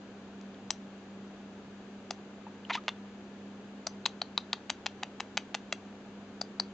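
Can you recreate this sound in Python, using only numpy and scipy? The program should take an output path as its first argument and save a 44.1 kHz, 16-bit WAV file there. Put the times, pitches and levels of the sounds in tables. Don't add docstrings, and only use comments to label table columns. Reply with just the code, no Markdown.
import sys
import numpy as np
from scipy import signal
from scipy.fft import rfft, irfft
from scipy.io import wavfile
from scipy.ndimage import uniform_filter1d, map_coordinates

SR = 44100
rng = np.random.default_rng(int(sys.argv[2]) if len(sys.argv) > 2 else 0)


def digitize_waveform(pressure):
    field = np.atleast_2d(pressure).T
    bounded = np.clip(field, -1, 1)
    quanta = np.round(bounded * 32767).astype(np.int16)
    wavfile.write(sys.argv[1], SR, quanta)


def volts_from_db(level):
    exponent = np.asarray(level, float) / 20
    return 10 ** exponent


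N = 296793
T = np.arange(N) / SR

# [t/s, left-port treble lead/dB, chest f/Hz, chest level/dB, horn edge level/dB]
POSTURES = [(0.705, 7.5, 850, -15, 5.5), (2.108, 7, 767, -7.5, 7), (2.704, 3.5, 900, -11.5, -4),
            (2.881, 3.5, 900, -14, -10), (3.869, 6, 654, -7.5, 35.5), (4.058, 7, 870, -13.5, 4),
            (4.216, 6, 827, -5.5, -4), (4.377, 7, 820, -7.5, -4), (4.531, 6.5, 1000, -17, -4.5),
            (4.701, 7.5, 908, -20, 1.5), (4.864, 7, 770, -21, -9), (5.032, 7, 760, -14.5, -1),
            (5.204, 8, 810, -14.5, 2.5), (5.375, 5.5, 910, -19, 3), (5.548, 7, 830, -17.5, -3),
            (5.725, 6.5, 630, -21.5, 3.5), (6.414, 9.5, 620, -5, 34.5), (6.599, 10, 971, -12, 29)]


def band(x, hz, width_hz):
    return signal.lfilter(*signal.iirpeak(hz, hz / width_hz, fs=SR), x)


def ring(t, hz, cycles, rise=0.3):
    return np.where(t < 0, np.exp(-(t * hz / rise) ** 2), np.exp(-np.abs(t) * hz / cycles))


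def add(out, start_s, x):
    i = int(start_s * SR)
    out[i:i + len(x)] += x[:N - i]


def hum(wobble_db=1.5):
    # [t/s, f/Hz, rms level/dB]
    mains_line = [(0, 199.2, -51.5), (0.999, 197.7, -50), (2.5, 201.2, -51), (3.8, 200.3, -49),
                  (4.401, 198.6, -51.5), (4.701, 200.5, -57), (5.2, 200.1, -53), (6.002, 201.5, -52),
                  (6.73, 200.2, -48.5)]
    # [f/Hz, rms level/dB]
    steady_lines = [(68.2, -79), (100.2, -67), (102.35, -77), (134.3, -75), (136.4, -75), (204.7, -67),
                    (272.8, -61.5), (300.5, -65.5), (306.9, -72.5)]
    s, hz, db = np.transpose(mains_line)
    drift = np.repeat(rng.standard_normal(N // 3000 + 1), 3000)[:N]
    drift = uniform_filter1d(drift, 3000)
    phase = 2 * np.pi * np.cumsum(np.interp(T, s, hz)) / SR
    out = volts_from_db(np.interp(T, s, db) + wobble_db * drift) * np.sin(phase)
    start_phases = rng.uniform(0, 2 * np.pi, len(steady_lines))
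    for (hz, db), start in zip(steady_lines, start_phases):
        out = out + volts_from_db(db) * np.sin(2 * np.pi * hz * T + start)
    return np.sqrt(2) * out


def air(level_db=-51):
    # [f/Hz, density level/dB per Hz]
    spectrum = [(25, -20.5), (60, -18.5), (130, -13.5), (240, 0), (310, -8.5), (371, -1.5), (533, -9),
                (700, -10), (1050, -16), (1710, -17.5), (1900, -22.5), (2760, -23), (5000, -31.5),
                (7500, -32.5)]
    # [f/Hz, likeness/0-1]
    likeness = [(60, 0.89), (120, 0.93), (250, 1), (500, 0.96), (1010, 0.82), (2060, 0.36), (4170, -0.1),
                (8460, 0)]
    # [f/Hz, left minus right level/dB]
    imbalance = [(60, -2), (100, 7), (180, -2.5), (310, -0.5), (540, 0.5), (940, 0.5), (1630, 4.5),
                 (2820, 4.0), (4880, 2.0), (8460, 1)]
    log_f = np.log(np.fft.rfftfreq(N, 1 / SR) + 1)

    def curve(table):
        hz, value = np.transpose(table)
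        return np.interp(log_f, np.log(hz), value)

    db, lean = curve(spectrum), curve(imbalance)
    alike = np.clip(curve(likeness), 0, 1)
    shared, *own = rfft(rng.standard_normal((3, N)))
    mix = np.sqrt(alike) * shared + np.sqrt(1 - alike) * np.array(own)
    mix = mix / np.sqrt((1 + alike) / 2)
    out = irfft(mix * volts_from_db(db + np.array([lean, -lean]) / 2), N)
    out = signal.sosfiltfilt(signal.butter(16, 8750, fs=SR, output="sos"), out)
    return out * volts_from_db(level_db) / out.std()


def buzz(frame_hz=29.97):
    # [f/Hz, width/Hz, rms level/dB]
    bands = [(5030, 200, -93), (6000, 250, -94), (6720, 350, -86), (7290, 250, -88)]
    ticks = np.zeros(N)
    ticks[(np.arange(0.01, N / SR, 1 / frame_hz) * SR).astype(int)] = 1
    out = np.zeros(N)
    for hz, width_hz, db in bands:
        tone = band(band(ticks, hz, width_hz), hz, width_hz)
        out += volts_from_db(db) * tone / tone.std()
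    return out


def strikes():
    # [t/s, peak level/dB, mouth f/Hz]
    lone_snaps = [(0.413, -43.5, 3000), (1.3085, -48, 1000), (1.3096, -48, 1000), (2.6925, -42, 2514),
                  (2.7535, -26, 2820), (2.7726, -32, 2430), (2.8385, -43, 3550), (2.863, -47, 3480),
                  (2.8847, -17.5, 2200), (3.8752, -35, 800), (4.0592, -21.5, 2030), (4.3822, -30, 1200),
                  (4.5363, -25, 1100), (4.6974, -22, 2530), (4.8608, -18, 2730), (5.0294, -30, 1390),
                  (5.2007, -25.5, 2300), (5.2064, -28, 2810), (5.3722, -16, 3100), (5.3735, -26.5, 3700),
                  (5.5448, -18.5, 2820), (5.7297, -27.5, 2200)]
    # [middle snap t/s, peak level/dB, mouth f/Hz, gap/ms, lean/dB (+ loud first, - loud last)]
    triple_snaps = [(0.70581, -19, 3340, 1.2, -2), (2.108, -27, 3100, 1.74, -9),
                    (2.8829, -17.5, 2730, 1.41, 8.5), (2.8905, -22, 2700, 1.04, 3),
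                    (3.8692, -32, 1102, 1.7, -5.5), (4.0611, -14.5, 3100, 1.1, 0.5),
                    (4.2184, -23.5, 2780, 1.6, 0.5), (4.378, -19.5, 3250, 1.0, -4),
                    (4.53201, -17, 3200, 1.138, 1.5), (4.70211, -15, 3250, 1.3, 2.5),
                    (4.8656, -15, 3100, 1.2, 4.5), (5.03331, -19, 2800, 1.273, -3.5),
                    (5.20461, -19.5, 2480, 1.237, -3), (5.377, -14.5, 2620, 1.3, 5.5),
                    (5.5496, -16, 3000, 1.4, 0.5), (5.7267, -15.5, 2670, 1.8, 0.1),
                    (6.4156, -32.5, 1130, 1.4, 5), (6.5998, -26, 1130, 1.25, 1.5)]
    first_rebound, middle_rebound, last_rebound, lone_rebound, rattle_rebound = 0.42, 0.2, 0.15, 0.1, 0.4
    flank_db, closing = -4.5, 0.837
    rows = [(*row, lone_rebound) for row in lone_snaps]
    for s, db, hz, gap_ms, lean_db in triple_snaps:
        gap_s = gap_ms / 1000
        rows += [(s - gap_s, db + flank_db + lean_db, hz, first_rebound),
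                 (s, db, hz, middle_rebound),
                 (s + closing * gap_s, db + flank_db - lean_db, hz, last_rebound)]

    s, gap_s, hastens = 2.6982, 0.0033, 0.95
    first_db, swell_db, first_hz, narrows = -23.5, 2, 2030, 0.99
    bounce_s, bounce_db = 0.0009, -11
    for k in range(5):
        db = first_db + swell_db * min(k, 6 - k)
        hz = first_hz * narrows ** k
        rows += [(s, db, hz, rattle_rebound), (s + bounce_s, db + bounce_db, hz, last_rebound)]
        s += gap_s * hastens ** k
    return rows


def snaps(mouth_cycles=0.2, chest_cycles=1.1, edge_hz=6000, edge_cycles=1.04, gain_db=2.0, crack_db=-3):
    lead_in_s, rebound_spread = 0.001, 0.12
    out, t = np.zeros(N), np.arange(500) / SR - lead_in_s
    postures, rows = np.array(POSTURES), strikes()
    for (s, db, hz, swing), spread in zip(rows, rng.standard_normal((len(rows), 3))):
        nearest = np.argmin(abs(postures[:, 0] - s))
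        _, _, chest_hz, chest_db, shine_db = postures[nearest]
        rebound = np.clip(swing + rebound_spread * spread[2], 0, 1)
        swell = ring(t - rebound / hz / 2, hz, mouth_cycles + rebound, 0.21 + 0.3 * rebound)
        body = np.cos(2 * np.pi * hz * t) * swell
        chest = np.sin(2 * np.pi * chest_hz * t - 0.6) * ring(t, chest_hz, chest_cycles, 0.35)
        edge_db = -10.5 + 13.5 * np.log2(hz / 2640) + shine_db
        tick_hz = edge_hz * (1 + 0.1 * spread[0])
        tick = np.cos(2 * np.pi * tick_hz * t) * ring(t, tick_hz, edge_cycles, 0.27)
        crack = np.cos(2 * np.pi * 8300 * t + spread[1]) * ring(t, 12000, 0.69, 0.47)
        edge = volts_from_db(edge_db) * tick + volts_from_db(edge_db + crack_db) * crack
        add(out, s - lead_in_s, volts_from_db(db + gain_db) * (volts_from_db(chest_db) * chest - body - edge))
    return out


def pips(rough=0.35, waver=0.05):
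    # [t/s, length/ms, f/Hz, peak level/dB, glide ratio]
    click_pips = [(0.544, 1.5, 3100, -47, 1.2), (0.705, 3.2, 5210, -22.5, 1.8),
                  (0.706, 2.2, 6100, -19, 1.02), (2.107, 1.6, 4980, -28, 1.05),
                  (2.6499, 3.4, 3060, -40, 0.96), (2.8888, 4.9, 3460, -27.5, 0.996),
                  (3.8686, 2.0, 4500, -27, 1.15), (3.8705, 2.2, 6100, -25, 1.0),
                  (4.055, 3.5, 3650, -20.5, 1.18), (4.0612, 3.3, 3790, -22, 1.2),
                  (4.2157, 4, 3560, -24, 1.3), (4.3768, 2.9, 3680, -17, 1.056),
                  (4.5297, 2.9, 3364, -18, 1.36), (6.4125, 1.3, 5030, -25.5, 1.1),
                  (6.4141, 2.5, 4696, -20, 1.053), (6.598, 3.3, 4060, -18.5, 1.24)]
    # [t/s, length/ms, f/Hz, peak level/dB, glide ratio]
    chirrup_notes = [
        (2.4667, 13, 890, -37.5, 1.0),
        (2.716, 18, 880, -33, 1.1),
        (2.722, 6.9, 2110, -39, 1.2),
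        (2.729, 13, 3870, -38.5, 0.89),
        (2.746, 10, 3382, -35.5, 0.62),
        (2.7515, 21, 880, -28.5, 1.34),
        (2.756, 8.2, 1950, -40, 0.87),
        (2.776, 21, 1220, -36, 1.04),
    ]
    out = np.zeros(N)
    whistles = click_pips + chirrup_notes
    knots = np.linspace(0, 1, 8)
    for (s, ms, hz, db, glide), wobble in zip(whistles, rng.standard_normal((len(whistles), 2, 8))):
        u = np.linspace(0, 1, int(ms * SR / 1000))
        swell, bend = (np.interp(u, knots, v) for v in wobble)
        if hz < 1500:
            shape = np.sin(np.pi * u ** 0.36) ** 1.4
        else:
            shape = np.sin(np.pi * u) ** 0.6 * (1 + rough * swell)
        pitch_hz = hz * glide ** u * (1 + waver * bend * (hz > 1500))
        phase = 2 * np.pi * np.cumsum(pitch_hz) / SR
        over_db = -25 - 11.5 * np.log2(hz / 1000)
        overtones = np.sin(2 * phase - 1.5) + 1.1 * np.sin(3 * phase - 3)
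        add(out, s, volts_from_db(db) * shape * (np.sin(phase) + volts_from_db(over_db) * overtones))
    return out


def rasp(rate_hz=1300, jitter=0.35, scatter_db=3):
    # [t/s, level/dB, throat scale]
    course = [
        (2.713, -48, 0.87),
        (2.723, -54, 0.95),
        (2.733, -37.5, 1.05),
        (2.744, -35, .95),
        (2.755, -30, 0.82),
        (2.764, -44.5, 1.0),
        (2.772, -57, 0.7),
        (2.786, -53.5, 0.55),
    ]
    # [f/Hz, width/Hz, level/dB]
    throat = [(2100, 920, -5.5), (3100, 170, 2.5), (3910, 220, 1), (6700, 3900, -18)]
    s, db, scale = np.transpose(course)
    t = np.arange(s[0], s[-1], 1 / SR)
    chance = rng.standard_normal((300, 2))
    pulses = np.zeros(len(t) * 2)
    at = np.cumsum(SR / rate_hz * np.exp(jitter * chance[:, 0])).astype(int)
    inside = at < len(pulses)
    pulses[at[inside]] = volts_from_db(scatter_db * chance[inside, 1])
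    voice = np.zeros(len(pulses))
    for k, (hz, width_hz, gain_db) in enumerate(throat):
        voice += (-1) ** k * volts_from_db(gain_db) * band(pulses, hz, width_hz)
    warped = np.cumsum(np.interp(t, s, scale))
    voice = map_coordinates(voice / voice.std(), [warped], order=3)
    out = np.zeros(N)
    add(out, s[0], voice * volts_from_db(np.interp(t, s, db)))
    return out


def room(x, wet_db=-22, t60_s=0.18, gap_s=0.0015):
    # [f/Hz, width/Hz, level/dB]
    cage = [(1000, 330, 0.5), (2780, 2900, 4.5), (4350, 980, 1.5), (5750, 3600, 1), (6100, 500, 7)]
    # [delay/ms, level/dB]
    echoes = [(1.55, -15), (4.1, -24), (8.4, -19)]
    t = np.arange(int(0.3 * SR)) / SR
    noise = rng.standard_normal((len(cage), 3, len(t)))
    tail = sum(volts_from_db(db) * band(n, hz, width_hz) for n, (hz, width_hz, db) in zip(noise, cage))
    tail = tail[2] + 0.63 * tail[:2]
    tail = tail * 1000 ** (-t / t60_s) * (1 - np.exp(-t / gap_s))
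    tail *= volts_from_db(wet_db + np.array([[1.5], [-1.5]])) / np.sqrt(np.sum(tail[0] ** 2))
    for ms, db in echoes:
        tail[:, int(ms * SR / 1000)] += volts_from_db(db)
    return signal.fftconvolve(x[None], tail, axes=1)[:, :N]


def scene():
    high_pass = signal.butter(2, 350, "high", fs=SR, output="sos")
    bird = signal.sosfiltfilt(high_pass, snaps() + pips() + rasp())
    treble = volts_from_db(2.5) * band(bird, 5500, 3800)
    s, lead_db = np.transpose(POSTURES)[:2]
    lead = volts_from_db(np.interp(T, s, lead_db))
    side = treble * (lead - 1) / (lead + 1)
    return bird + np.array([side, -side]) + room(bird) + hum() + air() + buzz()


def band_limit(x):
    return signal.sosfilt(signal.butter(12, 9060, fs=SR, output="sos"), x)


def record(dry):
    # [f/Hz, width/Hz]
    notches = [(5430, 370), (7880, 280), (8120, 490)]
    x = signal.sosfiltfilt(signal.butter(6, 7600, fs=SR, output="sos"), dry)
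    x = signal.sosfiltfilt(signal.butter(14, 9120, fs=SR, output="sos"), x)
    whine = volts_from_db(2) * band(band(x, 8000, 65), 8000, 65)
    for hz, width_hz in notches:
        x = x - band(x, hz, width_hz)
    return band_limit(x + whine)


dry = scene()
out = record(dry)
digitize_waveform(out)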